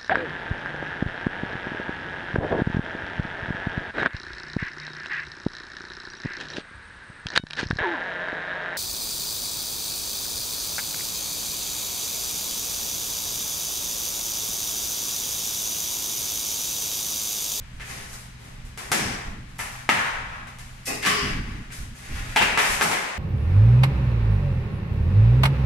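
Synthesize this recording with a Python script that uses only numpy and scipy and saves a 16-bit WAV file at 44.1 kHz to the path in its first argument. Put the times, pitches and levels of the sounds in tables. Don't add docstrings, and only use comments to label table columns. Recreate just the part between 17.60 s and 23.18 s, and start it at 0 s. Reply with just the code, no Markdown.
import sys
import numpy as np
from scipy import signal
from scipy.fft import rfft, irfft
from scipy.io import wavfile
from scipy.ndimage import uniform_filter1d, map_coordinates

SR = 44100
rng = np.random.default_rng(int(sys.argv[2]) if len(sys.argv) > 2 else 0)


def log_audio(samples):
    frames = np.atleast_2d(samples).T
    limited = np.clip(frames, -1, 1)
    pcm = np.round(limited * 32767).astype(np.int16)
    wavfile.write(sys.argv[1], SR, pcm)


def undo_db(level):
    steps = np.asarray(level, float) / 20
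    return 10 ** steps


N = 246078


def rms_one(x):
    return x / np.sqrt(np.mean(x ** 2) + 1e-20)


def at_hz(points, hz):
    point_hz, values = np.transpose(points)
    return np.interp(np.log(hz), np.log(np.maximum(point_hz, 1)), values)


def band(x, low_hz, high_hz):
    return signal.sosfilt(signal.butter(2, [low_hz, high_hz], "band", fs=SR, output="sos"), x)


def drift(rate):
    knots = rng.standard_normal(600)
    return map_coordinates(knots, [np.arange(N) / SR * rate], order=3, mode="wrap")


def swells(start_s, length_s, rise, db):
    power = np.zeros((db.shape[1], N))
    for start, length, row_db in zip(start_s, length_s, db):
        end = start + length
        span = slice(round(start * SR), round(end * SR))
        shape = np.interp(np.arange(N)[span] / SR, [start, start + rise * length, end], [0, 1, 0])
        power[:, span] += undo_db(row_db)[:, None] ** 2 * shape
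    return np.sqrt(power)


# frequency in Hz, likeness from -1 to 1.
STEREO_LIKENESS = [(60, 0.97), (150, 1), (380, 0.023), (950, -0.11), (2380, 0.1), (5980, -0.068),
                   (15000, -0.053)]


def banded_noise(length, gain_at):
    out, edges = 0, 25 * 2 ** (np.arange(29) / 3)
    white = rng.standard_normal((2, 2, length))
    for k, (low, high) in enumerate(zip(edges, edges[1:])):
        mid, side = band(white[k % 2], low, high)
        hz = np.sqrt(low * high)
        alike = at_hz(STEREO_LIKENESS, hz)
        pair = np.sqrt(1 + alike) * mid + np.sqrt(1 - alike) * side * [[1], [-1]]
        out = out + gain_at(hz) * pair / np.sqrt(2)
    return out


# frequency in Hz, middle level in dB rms.
HUM_PARTIALS = [(122.5, -48.5), (62.6, -54.5), (240.3, -61)]


def hum():
    waver_hz, waver_db = 0.31, 0.5
    t = np.arange(N) / SR
    turns = np.cumsum(waver_hz * drift(2.45)) / SR
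    out = 0
    for hz, db in HUM_PARTIALS:
        level = undo_db(db + waver_db * drift(3.95)) * np.sqrt(2)
        out = out + level * np.sin(2 * np.pi * (hz * t + turns * hz / HUM_PARTIALS[0][0]))
    return out


# frequency in Hz, relative density in dB per Hz.
AIR_COLOUR = [(12, -31), (20, 7.5), (122, 0.5), (196, 1), (289, -20), (549, -17), (1980, -11),
              (4310, -20.5), (7310, -25.5), (8400, -33), (9390, -25.5), (11700, -36), (15500, -61)]


def air():
    level_db = -46
    return undo_db(level_db) * rms_one(banded_noise(N, lambda hz: undo_db(at_hz(AIR_COLOUR, hz))))


# start in seconds, peak level in dB before a random flutter.
TABLE_THUMPS = [(1.313, -29), (2.291, -23.5), (3.453, -32), (4.758, -33), (4.976, -21), (5.209, -27.5)]


def table_thumps():
    length_s = 0.11
    start_s, db = np.transpose(TABLE_THUMPS)
    gain, = swells(start_s, np.full(len(start_s), length_s), 0.039, db[:, None])
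    return gain


# start in seconds, length in seconds, rumble peak in dB,
# flutter peak in dB before a random flutter; the calm level comes on top.
DRAUGHT_GUSTS = [(0.0, 0.063, -33.5, -68), (0.132, 0.11, -37, -61), (0.383, 0.2, -47.5, -72),
                 (0.77, 0.41, -52, -63), (0.988, 0.13, -38, -67), (1.401, 0.13, -36, -27),
                 (1.497, 0.11, -48, -38), (1.638, 0.25, -36.5, -43.5), (1.87, 0.21, -46, -59),
                 (1.99, 0.24, -57, -54), (2.353, 0.16, -53, -32.5), (2.515, 0.25, -38.5, -52.5),
                 (2.784, 0.18, -47, -53), (2.987, 0.28, -47, -68), (3.3, 0.12, -59, -45),
                 (3.468, 0.16, -44, -27), (3.618, .12, -31, -21.5), (3.703, 0.17, -24.5, -26.5),
                 (3.857, 0.19, -32, -36), (4.04, 0.16, -43, -48.5), (4.184, 0.087, -32, -45),
                 (4.26, 0.099, -40.5, -47), (4.486, 0.27, -30.5, -42), (4.798, 0.17, -22, -23.5),
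                 (4.966, 0.16, -32, -38.5), (5.08, 0.15, -24, -26.5), (5.232, 0.18, -35, -26),
                 (5.368, 0.12, -37, -52)]


def draught():
    rise = 0.14
    calm_rumble_db, calm_flutter_db = -53.5, -71.5
    gusts = np.array(DRAUGHT_GUSTS)
    rumble, flutter = swells(gusts[:, 0], gusts[:, 1], rise, gusts[:, 2:])
    rumble, flutter = rumble + undo_db(calm_rumble_db), flutter + undo_db(calm_flutter_db)
    white = rng.standard_normal((4, N))
    deep = rumble * rms_one(band(white[0], 14.6, 36.5))
    middle = undo_db(1.0) * np.sqrt(rumble * flutter) * rms_one(band(white[3], 35.0, 123.0))
    ports = white[0] + undo_db(-13.0) * white[1:3]
    upper = rms_one(band(band(ports, 91, 296), 91, 296))
    lumps = undo_db(2.2 * drift(30.0))
    return deep + middle + (flutter + table_thumps()) * lumps * upper


# delay in seconds, left level in dB, right level in dB, both against the direct sound.
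EARLY_ECHOES = [(.0024, -31, -2.5), (.0059, -6, -25), (.0078, -10.5, -6.5), (.0096, -6, -26),
                (0.014, -20, -26), (0.0195, -21, -9)]
# frequency in Hz, time to fall by 60 dB in seconds.
TAIL_T60 = [(200, 0.54), (600, 0.65), (1500, 0.69), (4000, 0.62), (9000, 0.5), (15000, 0.4)]


def room(x):
    direct_db, build_up_s = 20, 0.0051
    corner_share, corner_s = 0.35, 0.02
    t = np.arange(SR) / SR
    answer = banded_noise(SR, lambda hz: undo_db(-60 * t / at_hz(TAIL_T60, hz)))
    answer *= 1 - np.exp(-t / build_up_s)
    answer *= 1 + corner_share * np.exp(-t / corner_s)
    answer[:, 0] += undo_db(direct_db)
    for delay_s, left_db, right_db in EARLY_ECHOES:
        answer[:, round(delay_s * SR)] += undo_db(direct_db + np.array([left_db, right_db]))
    return signal.fftconvolve(x[None], answer, axes=1)[:, :N]


def room_memory(hz):
    return at_hz(TAIL_T60, hz) * SR / np.log(1e6)


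def slips(chance, spread_db):
    sizes = undo_db(spread_db * np.minimum(rng.exponential(1, N), 4)) * rng.choice([-1, 1], N)
    return rms_one(sizes * (rng.random(N) < chance))


# start in seconds,
# length in seconds, pitch in Hz, resonance width in Hz, level built up in the room in dB.
RINGING_PATCHES = [(0.202, 0.19, 2100, 500, -48), (1.306, 0.05, 260, 150, -23),
                   (1.32, 0.14, 5540, 1200, -31), (2.303, 0.13, 1320, 600, -22),
                   (3.254, 0.062, 1940, 302, -29.5), (3.256, 0.061, 2620, 250, -29),
                   (3.253, 0.062, 5070, 800, -33), (3.266, 0.031, 292, 40, -31),
                   (3.289, 0.059, 423, 59.6, -38), (3.278, 0.026, 780, 80, -30.5),
                   (3.442, 0.057, 316, 39.8, -19.5), (3.45, 0.099, 412, 24.6, -21.5),
                   (3.453, 0.069, 1145, 200, -13), (3.434, 0.19, 5040, 1160, -21.5),
                   (3.452, 0.087, 2910, 507, -16), (4.758, 0.016, 820, 256, -4.5),
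                   (4.766, 0.021, 2920, 900, -3), (4.812, 0.012, 2510, 500, 0.5),
                   (4.824, 0.057, 2090, 500, -15), (4.972, 0.0092, 1900, 500, -2),
                   (5.194, 0.022, 1620, 400, -16), (5.322, 0.025, 1860, 495, -7),
                   (5.365, 0.017, 430, 81, -42)]


def patches(per_s, spread_db):
    rise = 0.21
    kicks, out = slips(per_s / SR, spread_db), np.zeros(N)
    for start, length, hz, width_hz, db in RINGING_PATCHES:
        gain, = swells([start], [length], rise, np.array([[db]]))
        ring = band(gain * kicks, hz - width_hz / 2, hz + width_hz / 2)
        out += ring * np.sqrt(SR / (2 * width_hz * room_memory(hz)))
    return out


RANGE_BORDERS_HZ = (600, 1300, 3200, 7500)
# frequency in Hz, relative density in dB per Hz.
FILM_COLOUR = [(88, -46), (150, -4), (222, -2), (280, -6.5), (361, -3.5), (414, 1), (475, -4), (662, -8),
               (759, -3.5), (1250, -4.5), (1750, -1), (2310, -3), (2750, -7), (3250, -10.5), (4160, -13.5),
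               (5570, -15), (11000, -19.5), (15100, -34), (16000, -75)]


def film_pulses():
    hz = np.maximum(np.arange(2049) * SR / 4096, 10)
    cepstrum = irfft(np.log(undo_db(at_hz(FILM_COLOUR, hz))))
    cepstrum[1:2048] *= 2
    cepstrum[2049:] = 0
    pulse = irfft(np.exp(rfft(cepstrum)))
    kinds = [(RANGE_BORDERS_HZ[0], "low")]
    kinds += [(pair, "band") for pair in zip(RANGE_BORDERS_HZ, RANGE_BORDERS_HZ[1:])]
    kinds += [(RANGE_BORDERS_HZ[-1], "high")]
    parts = [signal.sosfilt(signal.butter(2, edge, kind, fs=SR, output="sos"), pulse) for edge, kind in kinds]
    return [(-1) ** k * p / np.sqrt(np.sum(p ** 2)) for k, p in enumerate(parts)]


def coloured(kicks):
    return sum(signal.oaconvolve(k, p)[:N] for k, p in zip(kicks, film_pulses()))


def range_levels(db, thud_db, body_db, sizzle_db):
    crisp_db = 0.48 * sizzle_db - 4
    return db[:, None] + np.stack([thud_db, body_db, np.zeros_like(db), crisp_db, sizzle_db], axis=1)


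# start in seconds, length in seconds,
# level built up in the room around 2 kHz in dB, then thud, body and sizzle in dB against that level.
HAND_STROKES = [(0.128, 0.12, -65, -8, -10, 4), (0.236, 0.24, -41, -6.5, -9, -2.5),
                (0.467, 0.19, -52, -5.5, -2.5, 5.5), (0.778, 0.2, -56, 2, -1, -2.5),
                (1.171, 0.15, -44.5, -6, -1, -3), (1.314, 0.42, -40, -8, -2.5, -14),
                (1.945, 0.027, -51.5, -20, 2, 0), (1.983, 0.03, -44.5, -20, 0, 14),
                (1.985, 0.26, -45, -28, -0.5, -3), (2.353, 0.12, -18.5, -42, 0, -17),
                (2.595, 0.31, -40, -45, -0.5, -23), (2.92, 0.64, -58.5, -11, -2.5, -0.5),
                (3.251, 0.046, -36, -25, -29, 8.5), (3.269, 0.052, -38, 9, 6, 2),
                (3.42, 0.037, -23, -8, -13, -12), (3.471, 0.08, -18.5, -22, -13, -25),
                (3.602, 0.18, -26.5, -11, -12.5, -17), (3.745, 0.32, -43, -17, -6, -12.5),
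                (4.11, 0.13, -44.5, -7, -10, 1.5), (4.33, 0.16, -50.5, -8, -9, -1),
                (4.403, 0.75, -39.5, -10.5, -12, -9), (4.78, 0.11, -30, -20, -21, -27),
                (4.973, 0.18, -19.5, -13, 0, 4.5), (5.13, 0.035, -31, -28, -11, -27)]


def rustle(per_s, spread_db, clump_db):
    rise = 0.19
    creases = slips(per_s * undo_db(clump_db * drift(40.0)) / SR, spread_db)
    memory = np.array([room_memory(hz) for hz in (400, 900, 2000, 5000, 10000)])
    start_s, length_s, *colour = np.transpose(HAND_STROKES)
    return swells(start_s, length_s, rise, range_levels(*colour)) * creases / np.sqrt(memory)[:, None]


def tear(lags):
    smear = 0.54
    out = signal.unit_impulse(400)
    for lag in lags:
        a = np.r_[1, np.zeros(lag - 1), smear]
        out = signal.lfilter(a[::-1], a, out)
    return out


# time in seconds, level left ringing in the room around 2 kHz in dB,
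# then thud, body and sizzle in dB against that level.
CREASE_SNAPS = [(0.108, -73, -8, -12, -14), (0.1975, -40, -12, -15, -18), (0.212, -44.5, -17, -11, -8),
                (0.296, -46, -14, -10, -11), (0.53, -49, -10, -2, 4.5), (0.8416, -55.5, -6, -12, -2),
                (1.051, -60, -1, -2, 6), (1.1748, -39, -8, -4, -2.5), (1.3162, -23, -14, -7, -1.5),
                (1.3188, -21.5, -7, 0.5, -6), (1.323, -22, -5.5, -6, -0.5), (1.337, -20, -5.5, -10, -4),
                (1.889, -64.5, -17, -6, 2), (1.9904, -31.5, -38, -2.5, -30), (2.2908, -9, -20, -2.5, -22),
                (2.2986, -16, -11, -3, -8), (2.87, -47, -30, 2, -6.5), (2.9857, -46.5, -14, -5, -1.5),
                (3.4279, -33, -9, -8, -8), (3.45, -19.5, -18, -15, -14), (3.462, -12.5, -14.5, -10, -10),
                (3.472, -14.5, -11, -13, -7.5), (3.484, -16.5, -24, -10, -6), (4.1028, -42, -15, -10, -18),
                (4.122, -46, -11, -9, 3), (4.7603, -13.5, -21, -15, -17), (4.7651, -13, -26, -19, -16),
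                (4.772, -10.5, -12, -3, -10), (4.8073, -8.5, -25, -7, -15.5),
                (4.8152, -10.5, -5.5, -1.5, -20), (4.821, -8.5, -14, -12, -10.5),
                (4.9741, -5, -19, -2.5, -16.5), (4.987, -3, -14.5, -4.5, -13), (5.013, -18, -17, 2, -18),
                (5.0409, -9, -31, -12, -14), (5.104, -24, -25, 4, 5), (5.2103, -4, -8.5, -6, -17),
                (5.2192, -12.5, -8, 5, -1.5), (5.2236, -13.5, -8, 7, 5), (5.3133, -8, -7.5, -1.5, -7.5),
                (5.322, -23, -10, 1, -10), (5.36, -38, -12, -8, -20)]


def snaps(count):
    longest_step_s = .0008
    times, *colour = np.transpose(CREASE_SNAPS)
    kicks = np.zeros((count, len(RANGE_BORDERS_HZ) + 1, N + 400))
    lags = 1 + (rng.uniform(.2, 1, (len(times), 3)) * longest_step_s * SR).astype(int)
    for k, (time, levels_db) in enumerate(zip(times, range_levels(*colour))):
        i = round(time * SR)
        kicks[k % count, :2, i] = undo_db(levels_db[:2])
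        kicks[k % count, 2:, i:i + 400] = undo_db(levels_db[2:, None]) * tear(lags[k])
    return kicks[..., :N]


def scene():
    places = [*snaps(count=4), rustle(per_s=2500.0, spread_db=6.0, clump_db=2.5)]
    wrap = sum(room(coloured(kicks)) for kicks in places)
    wrap = wrap + room(patches(per_s=3000.0, spread_db=3.5))
    return wrap + air() + draught() + hum()


def roll_off(x):
    return signal.sosfilt(signal.butter(12, 16470, fs=SR, output="sos"), x)


# frequency in Hz, left minus right in dB.
PORT_BALANCE = [(60, -2), (110, 1), (200, -0.5), (380, 2), (700, 1.5), (1290, 1.5), (2380, 3), (4400, 2),
                (8120, 3.5), (15000, -4.5)]


def record(dry):
    hz = np.maximum(np.fft.rfftfreq(N, 1 / SR), 1)
    tilt_db = at_hz(PORT_BALANCE, hz) / 2 * np.array([[1], [-1]])
    ports = irfft(rfft(dry) * undo_db(tilt_db), N)

    threshold_db, squeeze = -27.5, .56
    attack_s, ahead_s, release_db_s = .0035, .0015, 90
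    power = uniform_filter1d(np.mean(ports ** 2, 0), size=441, origin=220)
    level_db = 10 * np.log10(power + 1e-12)
    fall = release_db_s * np.arange(N) / SR
    held_db = np.maximum.accumulate(level_db + fall) - fall
    keep = np.exp(-1 / (attack_s * SR))
    cut_db = signal.lfilter([1 - keep], [1, -keep], squeeze * np.maximum(held_db - threshold_db, 0))
    ahead = round(ahead_s * SR)
    cut_db = np.r_[cut_db[ahead:], cut_db[-ahead:]]

    settle_s, settle_share = .5, .55
    keep = np.exp(-1 / (settle_s * SR))
    cut_db = cut_db + settle_share * signal.lfilter([1 - keep], [1, -keep], cut_db)
    mix = np.clip(ports * undo_db(-cut_db), -.95, .95)
    return roll_off(mix)


dry = scene()
out = record(dry)
log_audio(out)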